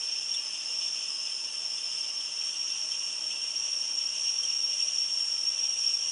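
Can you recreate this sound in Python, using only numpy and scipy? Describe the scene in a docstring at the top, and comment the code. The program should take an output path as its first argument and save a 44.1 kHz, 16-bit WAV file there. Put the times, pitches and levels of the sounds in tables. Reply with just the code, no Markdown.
"""Whistling kettle in a tiled kitchen.

Steam through the spout whistle: a breathy tone, made by turbulence ringing a narrow, wandering resonance.
The jet hisses as noise shaped by the spout's broad resonances; droplets sputter in the hole as rough pips.
A gas flame rushes underneath as soft noise, and the tiles colour it all with fine fixed peaks and dips."""
import sys
import numpy as np
from scipy import signal
from scipy.fft import rfft, irfft, next_fast_len
from scipy.io import wavfile
from scipy.ndimage import uniform_filter1d, map_coordinates

SR = 44100
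rng = np.random.default_rng(int(sys.argv[2]) if len(sys.argv) > 2 else 0)


def to_wav(s):
    """Save 16-bit WAV."""
    ch = np.atleast_2d(s).T  # columns
    pcm = np.round(np.clip(ch, -1, 1) * 32767)  # PCM
    wavfile.write(sys.argv[1], SR, pcm.astype(np.int16))


def rack_gain(trim_db):
    """Turn a fader trim in dB into the linear factor to multiply a signal by."""
    fader = np.asarray(trim_db, float)
    return 10 ** (fader / 20)


N = 269451


def unit(x):
    """Scales x to rms 1."""
    return x / np.sqrt(np.mean(np.abs(x) ** 2) + 1e-20)


def along(points, hz):
    """Reads (frequency [Hz], value) points on a log frequency axis."""
    point_hz, value = np.transpose(points)
    return np.interp(np.log(hz + 1), np.log(point_hz + 1), value)


def curves(rows, t_s):
    """Reads each column after the time at times t_s."""
    row_s, *columns = np.transpose(rows)
    return [np.interp(t_s, row_s, column) for column in columns]


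def wobble(knots_per_s):
    """Smooth random curve: a spline through normal random knots."""
    knots = rng.standard_normal(int(N * knots_per_s / SR) + 4)
    return map_coordinates(knots, [np.arange(N) * knots_per_s / SR])


def filtered(x, response):
    """Multiplies the spectrum of x by response(hz), real or complex."""
    size = 2 * next_fast_len(N // 2 + SR // 4)
    spectrum = rfft(x, size) * response(np.fft.rfftfreq(size, 1 / SR))
    return irfft(spectrum, size)[..., :N]


def rush(spectrum, patchy_db):
    """Turbulent noise of rms 1: shaped in frequency, with time-frequency patches of random gain."""
    cells = signal.stft(rng.standard_normal(N), nperseg=512)[2]
    patches = uniform_filter1d(rng.standard_normal(cells.shape), size=6, axis=0)
    patches = unit(uniform_filter1d(patches, size=8, axis=1))
    noise = signal.istft(cells * rack_gain(patchy_db * patches), nperseg=512)[1][:N]
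    return unit(filtered(noise, lambda hz: rack_gain(along(spectrum, hz))))


# Whistle tone before flutter and spout cut-off: (time [s], pitch [Hz], rms level [dB])
WHISTLE_TRACK = [(0, 5420, -36), (.2, 5400, -35.5), (.35, 5500, -35.5), (.45, 5300, -36.5),
                 (.76, 5370, -35.5), (.92, 5480, -35), (1.04, 5410, -36), (1.13, 5275, -34),
                 (1.5, 5340, -37), (1.9, 5350, -34.5), (2.33, 5380, -36), (2.43, 5500, -36),
                 (2.7, 5530, -34.5), (3.3, 5460, -37), (3.5, 5490, -36), (3.62, 5650, -33.5),
                 (3.87, 5510, -34), (4.1, 5520, -35), (4.27, 5600, -31), (4.62, 5540, -33.5),
                 (4.87, 5587, -32), (5.2, 5454, -33), (5.76, 5616, -32.5), (5.85, 5500, -30),
                 (6.11, 5604, -32)]


def whistle():
    """Turbulence rings a narrow, trembling resonance in a wider halo; the spout passes little below cut-off."""
    start_width_hz, narrows_hz_per_s, cutoff_hz = 151, 10.8, 5060  # tone tightens as the boil builds
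    hz, t_s, cells = signal.stft(rng.standard_normal(N), SR, nperseg=512, noverlap=384)
    pitch_hz, level_db = curves(WHISTLE_TRACK, t_s)
    width_hz = start_width_hz - narrows_hz_per_s * t_s
    frame_at = np.minimum((t_s * SR).astype(int), N - 1)
    offset = (hz[:, None] - pitch_hz) / width_hz  # in widths
    focus = (width_hz / 155) ** 0.9  # core sharpens faster than its halo narrows
    tremble = 0.32 * wobble(50)[frame_at]
    core = np.exp(-((offset - tremble) / focus) ** 2) / np.sqrt(focus)
    halo = rack_gain(-6) * (1 + ((offset + 0.17) / 3.32) ** 2) ** -1.1
    cells = cells * (core + halo) / np.sqrt(width_hz)
    tone = unit(signal.istft(cells, SR, nperseg=512, noverlap=384)[1][:N])
    flutter_db = 0.32 * wobble(45)
    tone = tone * rack_gain(np.interp(np.arange(N) / SR, t_s, level_db) + flutter_db)
    return filtered(tone, lambda hz: 1 / (1 + (cutoff_hz / (hz + 1)) ** 45))


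# Jet colour through the spout: (frequency [Hz], relative density [dB per Hz])
SPOUT_COLOUR = [(1500, -33.5), (2100, -26), (2500, -5.5), (2850, 1), (3200, -1), (3500, -7), (3750, -15.5),
                (4200, -21), (4900, -11.5), (5300, -9.5), (6200, 0), (6500, -2.5), (6900, -49)]
# Sizzle above the whistle: (frequency [Hz], relative density [dB per Hz])
SIZZLE_COLOUR = [(6200, -35), (6700, -0.5), (7100, 1.5), (7800, -7), (8500, 1), (9300, -2), (9800, -8),
                 (11000, -12.5)]


def steam():
    """The jet hisses in the spout; boiling makes hiss and sizzle surge together."""
    hiss_db, sizzle_start_db, sizzle_grows_db_per_s = -44, -49.5, 0.29
    surge = wobble(11)
    hiss_gain = rack_gain(hiss_db + 0.36 * surge + 1.36 * wobble(45))
    hiss = hiss_gain * rush(SPOUT_COLOUR, patchy_db=0.62)
    sizzle_db = sizzle_start_db + sizzle_grows_db_per_s * np.arange(N) / SR
    sizzle_gain = rack_gain(sizzle_db + 0.61 * surge + 0.32 * wobble(25))
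    return hiss + sizzle_gain * rush(SIZZLE_COLOUR, patchy_db=1.25)


# Droplets thrown through the hole:
# (time [s], level before envelope and lift [dB], pitch [Hz], decay constant [s])
DROPLETS = [(0.3435, -30, 3506, 0.0076), (1.318, -35, 3180, 0.0069), (2.2069, -33.5, 3130, 0.0066),
            (2.9164, -36.5, 3170, 0.01), (4.239, -39.5, 3173, 0.013), (4.433, -31.5, 3200, 0.01),
            (5.1951, -36, 3180, 0.011)]


def drops():
    """A droplet narrows the hole: a short rough pip with its octave, in a puff of sizzle."""
    attack_s, lift_db, lead_samples = 0.0035, 3.5, 150  # each pip begins lead_samples before its listed time
    out, t_s = np.zeros(N + SR), np.arange(SR // 10) / SR
    sizzle = rush(SIZZLE_COLOUR, patchy_db=0)
    for time_s, level_db, pitch_hz, decay_s in DROPLETS:
        start = round(time_s * SR)
        envelope = (1 - np.exp(-t_s / attack_s)) * np.exp(-t_s / decay_s)
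        roughness_rad = 0.11 * np.cumsum(rng.standard_normal(len(t_s)))
        phase = 2 * np.pi * pitch_hz * t_s + roughness_rad
        puff = rack_gain(-8.5) * sizzle[start:][:len(t_s)]
        pip = np.sin(phase) + rack_gain(-9) * np.sin(2 * phase) + puff
        out[start - lead_samples:][:len(t_s)] += rack_gain(level_db + lift_db) * envelope * pip
    return out[:N]


# Gas flame colour: (frequency [Hz], relative density [dB per Hz])
FLAME_COLOUR = [(15, -55), (30, -37), (48, -20), (70, -24), (100, -11), (200, -7), (400, -1.5), (600, -1),
                (1120, -0.5), (2100, -3.5), (3800, -6), (4700, -4), (6000, -41)]


def flame():
    """Burning gas: a soft, nearly steady rush of noise."""
    level_db = -55
    return rack_gain(level_db + 0.2 * wobble(3)) * rush(FLAME_COLOUR, patchy_db=0.4)


# Peaks and dips between kettle and microphone: (centre [Hz], full width [Hz], height [dB])
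ROOM_PEAKS = [(110, 35, 3), (156, 16, -6.0), (180, 16, 8), (235, 30, 4), (310, 18, 4.5), (415, 16, -8.2),
              (496, 31, 6.4), (534, 37, -4.0), (613, 28, 7), (683, 24, -7), (725, 18, 5), (881, 22, 4),
              (1094, 16, 4.7), (1155, 19, 4.2), (1263, 16, -5.2), (1327, 63, 4.8), (1381, 65, -5.2),
              (1769, 30, 4.9), (1911, 27, -6.1), (1958, 28, 5.7), (2499, 37, 7.4), (2569, 90, -8.5),
              (2593, 33, 10.0), (2696, 17, 8.2), (2748, 16, 4.6), (2806, 18, -7.0), (2840, 32, 9.3),
              (3013, 48, -7.8), (3093, 26, 3.0), (3170, 90, 6.8), (3243, 35, -9.0), (3309, 16, -7.6),
              (3403, 28, -6.8), (3481, 90, 6.4), (3542, 21, -4.5), (5125, 40, 1.9), (5251, 43, 2.9),
              (5281, 16, -5.1), (5330, 20, 3), (5370, 20, 3), (5396, 25, -7.7), (5416, 73, 4.1),
              (5452, 12, -5), (5500, 45, 3.5), (5543, 30, 8.5), (5568, 13, -9), (5588, 16, 3),
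              (5721, 86, 5.1), (5769, 83, -5.8), (5884, 83, -7.3), (5924, 61, 7.9), (6105, 42, -9.7),
              (6151, 85, 5.9), (6208, 21, -8.0), (6261, 22, -9.4), (6314, 90, 4.5), (6445, 16, 1.7)]
# Many smaller, random peaks: (frequency [Hz], depth factor [dB])
ROOM_SCATTER = [(100, 1.5), (450, 1.5), (1900, 1.8), (2100, 3), (2400, 1), (3600, 1), (3800, 3), (4900, 3),
                (5100, 1), (6400, 1), (6600, 3), (11000, 2.6)]


def kitchen(hz):
    """Causal, minimum-phase response of the room: its peaks ring on after the sound."""
    knots, spacing_hz = rng.standard_normal(1000), 23
    gain_db = along(ROOM_SCATTER, hz) * map_coordinates(knots, [hz / spacing_hz])
    for centre_hz, width_hz, height_db in ROOM_PEAKS:
        gain_db += height_db / (1 + (2 * (hz - centre_hz) / width_hz) ** 2)
    cepstrum = irfft(np.log(rack_gain(gain_db)))
    half = len(cepstrum) // 2
    cepstrum[1:half] *= 2  # fold onto positive time
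    cepstrum[half + 1:] = 0
    return np.exp(rfft(cepstrum))


def scene():
    """Sums all sources and passes them to the microphone through the same room."""
    sources = whistle() + steam() + drops() + flame()
    return filtered(sources, kitchen)[None]


def low_pass(x):
    """Removes everything above the highest recorded frequency."""
    return signal.sosfilt(signal.butter(12, 11090, fs=SR, output="sos"), x)


def record(dry):
    """The microphone channel ends steeply at its band limit."""
    top_hz = 10930
    mix = filtered(dry, lambda hz: 1 / (1 + (hz / top_hz) ** 70))
    return low_pass(mix)


dry = scene()
out = record(dry)
to_wav(out)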